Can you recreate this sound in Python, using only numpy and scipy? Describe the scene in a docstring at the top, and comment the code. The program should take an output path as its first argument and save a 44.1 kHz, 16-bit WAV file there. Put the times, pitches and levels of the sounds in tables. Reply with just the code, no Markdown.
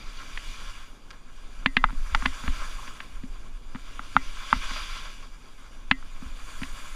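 """Slush hisses up over a low rumble of air as skis carve four turns through wet spring snow.
The hiss swells as each turn loads the edges and fades as they are released; once an edge catches and rasps.
All is heard from a camera in a plastic case worn by the skier: the air stream buffets the case, drops tick
on it, and bumps make it knock and clack in its mount, which thumps and rings briefly."""
import sys
import numpy as np
from scipy import signal
from scipy.fft import rfft, irfft, next_fast_len
from scipy.io import wavfile
from scipy.ndimage import uniform_filter1d, minimum_filter1d, map_coordinates

SR = 44100
rng = np.random.default_rng(int(sys.argv[2]) if len(sys.argv) > 2 else 0)


def pcm_store(signal):
    """Save signal as 16-bit PCM."""
    levels = np.round(np.clip(np.atleast_2d(signal), -1, 1) * 32767)
    wavfile.write(sys.argv[1], SR, levels.astype(np.int16).T)


N = 306495

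# turns: full edge load at t/s, hold/s, scrape level/dB, spray level/dB, mist level/dB,
# build-up of the load for scrape and spray/(dB/s), build-up of the load for mist/(dB/s)
CARVED_TURNS = [(0.474, 0.0058, -50.5, -45.5, -57, 9, 19.5), (2.25, 0.39, -47, -46.5, -55, 25.5, 27),
                (4.708, 0.028, -44, -39, -53.5, 17, 14.5), (6.54, 0.4, -49.5, -50, -55, 21.5, 29)]
# hard bumps that shove the whole camera: t/s, level/dB
HARD_BUMPS = [(2.122, -14.5), (2.259, -14.5), (2.447, -26), (2.478, -9.5), (4.164, -22), (4.555, -22),
              (6.259, -19.5), (6.62, -23)]


def skis():
    """Friction noise: loaded edges scrape and throw spray and mist; the soles rumble over rippled snow."""
    # spectra of the four layers: f/Hz, relative density level/dB
    scrape_spectrum = [(200, -33), (600, -1.5), (850, -1.5), (1100, -3), (1700, -3), (2500, -8.5),
                       (5000, -37), (15000, -35)]
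    spray_spectrum = [(500, -18), (1300, -6), (2300, 1.5), (3200, 3.5), (5000, -5.5), (6200, -6.5),
                      (8000, -21.5), (15000, -77)]
    mist_spectrum = [(2500, -32), (5000, -17), (6800, 3), (8000, -1.5), (10000, -4), (11500, -6.5),
                     (15000, -13)]
    sole_spectrum = [(40, 7), (80, 1), (130, 0.5), (190, -1), (265, 1), (340, -5.5), (450, -7), (700, -9.5),
                     (1200, -10.5), (4000, -51)]
    _, _, scrape_peaks, spray_peaks, mist_peaks, edge_builds, mist_builds = np.transpose(CARVED_TURNS)
    scrape_db = carve(scrape_peaks, edge_builds, glide_db=-60.5, db_per_load_db=1.07)
    spray_db = carve(spray_peaks, edge_builds, glide_db=-58.5, db_per_load_db=1.166)
    mist_db = carve(mist_peaks, mist_builds, glide_db=-66.5, db_per_load_db=0.98)
    sole_db = -54 + 0.096 * (scrape_db - scrape_db.mean())
    ripples, lumps, gush = wobble(30), crunches(per_s=8.3, small_db=-13), gushes()
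    scrape = slush(scrape_spectrum, grains_per_s=300, grain_db=-4.5, patchy_db=1.16)
    scrape *= amp(scrape_db + 2.6 * ripples) * (1 + lumps)
    spray = slush(spray_spectrum, grains_per_s=900, grain_db=-9.5, patchy_db=1.42)
    spray *= amp(spray_db + 0.84 * ripples) * (1 + 0.13 * lumps + gush)
    mist = slush(mist_spectrum, grains_per_s=2500, grain_db=-8, patchy_db=1.5)
    mist *= amp(mist_db + 0.42 * ripples)
    sole = unit(coloured(rng.standard_normal(N), lambda hz: along(sole_spectrum, hz)))
    sole *= amp(sole_db + 1.5 * wobble(16)) * (1 + gush)
    return scrape + spray + mist + sole


def carve(peaks_db, builds_db_per_s, glide_db, db_per_load_db):
    """Incoherent sources add in power: a layer's level/dB is the flat glide plus each turn's edge load."""
    # the skis go light as they change edges: t/s, dip in level/dB
    edge_changes = [(1.0, 3), (1.25, 3.5), (3.63, 4), (5.85, 1.5)]
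    release_s, light_s = 0.42, 0.11  # time for the load to shed 10 dB; half length of a dip
    t = np.arange(N) / SR
    power = amp(glide_db) ** 2
    for (s, hold_s, *_), peak_db, build in zip(CARVED_TURNS, peaks_db, builds_db_per_s):
        building = build * np.maximum(s - t, 0)
        releasing = 10 * (np.maximum(t - s - hold_s, 0) / release_s) ** 2
        power = power + amp(peak_db - db_per_load_db * (building + releasing)) ** 2
    light_db = sum(dip_db * np.exp(-((t - s) / light_s) ** 2) for s, dip_db in edge_changes)
    return 10 * np.log10(power) - light_db


def slush(spectrum, grains_per_s, grain_db, patchy_db):
    """Shot noise of collapsing wet crystals: a patchy rush plus single grains, heard through the case."""
    grains = (rng.random(N) < grains_per_s / SR) * rng.standard_normal(N)
    cells = signal.stft(rng.standard_normal(N) + amp(grain_db) * unit(grains), nperseg=512)[2]
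    patches = uniform_filter1d(rng.standard_normal(cells.shape), size=10, axis=0)  # across frequency
    patches = uniform_filter1d(patches, size=8, axis=1)  # across time
    rush = signal.istft(cells * amp(patchy_db * unit(patches)), nperseg=512)[1][:N]
    return unit(coloured(rush, lambda hz: along(spectrum, hz) + case_db(hz)))


def crunches(per_s, small_db):
    """Amplitude modulation: the scrape jumps as lumps of snow give way, a few large and many small."""
    # large lumps crushed under an edge: t/s, relative level/dB
    large_lumps = [(1.128, 6.5), (2.095, -5), (2.52, -7), (2.6, -7), (4.69, -8), (4.76, -0.5), (5.05, 3.5),
                   (5.225, 2)]
    t = np.arange(SR // 10) / SR
    crush = (1 - np.exp(-t / 0.0016)) * amp(-60 * t / 0.13)
    swell = np.zeros(N)
    for s, db in large_lumps:
        add(swell, s, amp(db + 8) * crush)
    for when, smallness in rng.random((int(per_s * N / SR), 2)):
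        add(swell, when * N / SR, amp(small_db - 17 * smallness) * crush)
    return swell


def gushes(rise_s=0.015, t60=0.37):
    """Exponential decay: each hard bump adds a fading share to the spray and to the rumble of the soles."""
    t = np.arange(SR // 2) / SR
    swell = np.zeros(N)
    for s, db in HARD_BUMPS:
        add(swell, s, amp(db + 3.5 - 60 * t / t60) * (1 - np.exp(-t / rise_s)))
    return swell


def knocks():
    """Impact excites modes: the case strikes its mount; harder blows are brighter, chatter and ring more."""
    # blows: t/s, knock level/dB, hardness (0 dull, 1 hard, above 1 harder still), thump level/dB
    blows = [(0.3739, -30, 1.53, -61), (1.6596, -13.5, 1.27, -18), (1.7671, -12.5, 1.43, -19),
             (1.8404, -11, 0.17, -31), (1.888, -41, 0, -58), (1.896, -38.5, .05, -48),
             (1.905, -39.5, 0.44, -41), (1.927, -50, 0.55, -32), (2.1479, -15, 0.5, -33.5),
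             (2.2229, -31.5, 0.48, -32), (2.2549, -25.5, 0.46, -49), (2.2579, -17, 1.09, -21.5),
             (2.437, -37, 0.28, -30.5), (2.478, -28, 0.87, -25), (2.877, -37.5, 0.86, -41.5),
             (3.0031, -32.5, 1.2, -45), (3.235, -49, 1.3, -27), (3.748, -40, 0.67, -26.5),
             (3.757, -38.5, 0.57, -40), (3.993, -29.4, .1, -38), (4.1536, -48, 0, -26.5),
             (4.165, -8.9, 0.036, -23.5), (4.528, -10.5, 0, -22), (4.561, -49, .1, -31),
             (4.709, -35.5, 0.73, -35), (5.9116, -11, 1.25, -17.5), (6.026, -44.5, 0.32, -51),
             (6.2219, -48, 0, -31.5), (6.263, -49, 0.081, -40), (6.617, -38.5, 0.7, -24.5),
             (6.632, -30.5, 1.66, -57)]
    # spectra of a dull knock and of a hard clack: f/Hz, relative level/dB
    dull = [(50, -22), (170, -9.5), (400, -47.5), (600, -17.5), (900, 0), (1080, 0), (1400, 5), (1750, -12),
            (2100, -11), (2600, -21.5), (3600, -20.5), (4300, -36), (7000, -60), (15000, -65)]
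    hard = [(50, -41), (170, -26.5), (420, -22), (700, -10), (1050, 0), (1430, -1), (1650, 1.5), (2000, 0),
            (2800, -5.5), (3600, -10), (4800, -24.5), (5400, -37), (8500, -46), (15000, -76)]
    # modes of the ringing mount and of the camera swaying on it: f/Hz, relative level/dB, t60/s
    mount_modes = [(1890, -27, 0.22), (2040, -14, 0.11), (2700, -16, 0.05), (3320, -42, 0.16)]
    sway_modes = [(259.9, -1, 0.12), (203, 5, 0.04), (132, 8.5, 0.015)]
    out = np.zeros(N)
    for s, db, hardness, thump_db in blows:
        colour = lambda hz: (1 - hardness) * along(dull, hz) + hardness * along(hard, hz)
        knock = contact(colour, chatter_db=-3.5 + 10 * hardness, t60=0.009, tail_db=-28.5, tail_t60=0.041)
        add(out, s, amp(db) * knock)
        add(out, s, amp(db - 5.8 * (1.5 - hardness)) * ring(mount_modes, rise_s=0.0013))
        # the load on the mount shifts its sway a little from blow to blow
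        sway = [(hz * (1 + 0.018 * rng.standard_normal()), level, t60) for hz, level, t60 in sway_modes]
        add(out, s, -amp(thump_db - 3.5) * ring(sway, rise_s=0.00014))
    return out


def contact(colour_db, chatter_db, t60, tail_db, tail_t60, size=4096):
    """Source and filter: an impulse amid fading chatter, coloured, with the energy of 5 ms at rms 1."""
    t, hz = np.arange(size) / SR, np.fft.rfftfreq(size, 1 / SR)
    envelope = (1 - np.exp(-(t / 0.0017) ** 2)) * (amp(-60 * t / t60) + amp(tail_db - 60 * t / tail_t60))
    chatter = envelope * rng.standard_normal(size)
    touch = np.arange(size) == round(.0006 * SR)
    force = rfft(touch + amp(chatter_db) * chatter / np.linalg.norm(chatter))
    # broad humps in the force spectrum are evened out, so that like blows sound alike
    power = uniform_filter1d(uniform_filter1d(np.abs(force) ** 2, size=27), size=27)
    hit = irfft(force * minimum_phase(colour_db(hz) - 10 * np.log10(np.abs(power))))
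    return hit * np.sqrt(.005 * SR / np.sum(hit ** 2))


def ring(modes, rise_s):
    """Superposition of damped modes after one blow; neighbouring modes start in opposite phase."""
    t = np.arange(SR // 3) / SR
    swings = [(-1) ** k * amp(db - 60 * t / t60) * np.sin(2 * np.pi * hz * t)
              for k, (hz, db, t60) in enumerate(modes)]
    return (1 - np.exp(-t / rise_s)) * sum(swings)


def jolts(hz=49.0, t60=0.094):
    """A heavily damped oscillator: each hard bump gives the camera one deep push."""
    out = np.zeros(N)
    for s, db in HARD_BUMPS:
        add(out, s, -amp(db) * ring([(hz, -0.5, t60)], rise_s=0.0097))
    return out


def splats():
    """Drop impact: thrown slush ticks on the case and takes on its resonances."""
    # drops that hit the case: t/s, level/dB
    drops = [(1.105, -43), (1.11, -42.5), (2.148, -27), (2.258, -31), (4.516, -41)]
    # spectrum of one drop: f/Hz, relative level/dB
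    drop_spectrum = [(500, -30), (1300, 2), (2300, 3), (5000, -1.5), (8000, -15.5), (15000, -35)]
    colour = lambda hz: along(drop_spectrum, hz) + case_db(hz)
    out = np.zeros(N)
    for s, db in drops:
        add(out, s, amp(db) * contact(colour, chatter_db=6.0, t60=0.0083, tail_db=-28, tail_t60=0.031))
    return out


def rasps(slip_hz=1130, jitter=0.13):
    """Stick-slip friction: a loaded edge catches and slips for a moment at an unsteady rate."""
    # catches of the edge: t/s, length/s, level/dB
    catches = [(2.779, 0.032, -40.5), (2.822, 0.027, -42)]
    rate_hz = slip_hz * (1 + jitter * wobble(500))
    slips = np.sin(2 * np.pi * np.cumsum(rate_hz) / SR)
    grip = np.zeros(N)
    for s, length_s, db in catches:
        add(grip, s, amp(db) * np.sqrt(np.hanning(round(length_s * SR))))
    return grip * slips * amp(2.5 * wobble(300))


def wind():
    """Turbulent pressure: slow eddies press on the case as strongly as the air stream drives them."""
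    # buffeting by the air stream: t/s, relative level/dB
    air_stream = [(0.0, -42), (0.08, -38), (0.71, -37.5), (1.01, -47.5), (1.76, -33.5), (1.84, -26),
                  (2.3, -28.5), (2.4, -45.5), (2.46, -25.5), (3.08, -45.5), (3.12, -35.5), (4.03, -39),
                  (4.31, -31.5), (4.51, -43), (4.55, -31.5), (5.5, -45.5), (5.98, -36), (6.95, -36.5)]
    # spectrum of the eddies: f/Hz, relative density level/dB
    eddy_spectrum = [(3, -13), (9, 2.5), (20, -1), (26, -1), (33, -10), (48, -19), (65, -30.5), (90, -31),
                     (200, -72), (600, -84)]
    buffet_db = np.interp(np.arange(N) / SR, *np.transpose(air_stream))
    eddies = coloured(rng.standard_normal(N), lambda hz: along(eddy_spectrum, hz))
    envelope = np.sqrt(uniform_filter1d(np.abs(signal.hilbert(eddies)) ** 2, size=8000))
    return amp(buffet_db + 2.5) * unit(eddies / envelope)


def case_db(hz):
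    """Resonance: the case lifts some bands of outside sound and notches others; gives gain/dB."""
    # peaks and notches of the case: f/Hz, Gaussian width/Hz, gain/dB
    resonances = [(734, 59, -8), (1075, 67, 12), (1327, 93, 10.5), (1609, 99, 8), (1810, 29, -4),
                  (2064, 37, 4), (2297, 82, 7), (2464, 56, 4.5), (2867, 42, 5.5), (3460, 155, 5),
                  (4080, 58, -7.5), (4090, 70, 5), (4390, 50, 3), (4782, 166, 10), (4870, 25, -1),
                  (5250, 60, -1), (5750, 220, 5), (6600, 66, -8), (6840, 550, 5.5), (7180, 56, -2),
                  (8890, 290, 4.5), (10010, 450, 6), (11480, 150, -2), (12500, 382, 1.5)]
    return sum(db * np.exp(-.5 * ((hz - centre) / width) ** 2) for centre, width, db in resonances)


def amp(db):
    """Level/dB to amplitude ratio."""
    return 10 ** (np.asarray(db) / 20)


def unit(x):
    """Normalisation to rms 1."""
    return x / np.sqrt(np.mean(x ** 2) + 1e-20)


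def along(points, hz):
    """Interpolation of (f/Hz, level/dB) points on a logarithmic frequency axis."""
    f, db = np.transpose(points)
    return np.interp(np.log(hz + 1), np.log(f + 1), db)


def wobble(knots_per_s):
    """Smooth random modulation: a spline through Gaussian knots."""
    knots = rng.standard_normal(int(N * knots_per_s / SR) + 4)
    return map_coordinates(knots, [np.arange(N) * knots_per_s / SR])


def coloured(x, gain_db):
    """Zero-phase filtering by a function that gives gain/dB at each f/Hz."""
    size = next_fast_len(N + SR // 2)
    hz = np.fft.rfftfreq(size, 1 / SR)
    return irfft(rfft(x, size) * amp(gain_db(hz)), size)[:N]


def minimum_phase(db):
    """Causality: folding the cepstrum gives the minimum-phase response with these gains."""
    cepstrum = irfft(np.log(amp(db)))
    half = len(cepstrum) // 2
    return np.exp(rfft(np.r_[cepstrum[0], 2 * cepstrum[1:half], np.zeros(half)]))


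def add(track, s, sound):
    """Superposition of a sound on the track, s seconds in."""
    part = track[round(s * SR):][:len(sound)]
    part += sound[:len(part)]


def scene():
    """Pressures add linearly: snow, air and the rattling camera in one channel."""
    return (skis() + wind() + knocks() + splats() + jolts() + rasps())[None]


def record(dry):
    """Peak and band limiting: the gain ducks for knocks beyond full scale; the highest treble is cut."""
    top_hz, window = 15450, 91  # window in samples, about 2 ms
    needed = 1 / np.maximum(np.abs(dry[0]), 1)
    gain = uniform_filter1d(minimum_filter1d(needed, size=window), size=window)
    return coloured(dry[0] * gain, lambda hz: -120 * (hz > top_hz))[None]


dry = scene()
out = record(dry)
pcm_store(out)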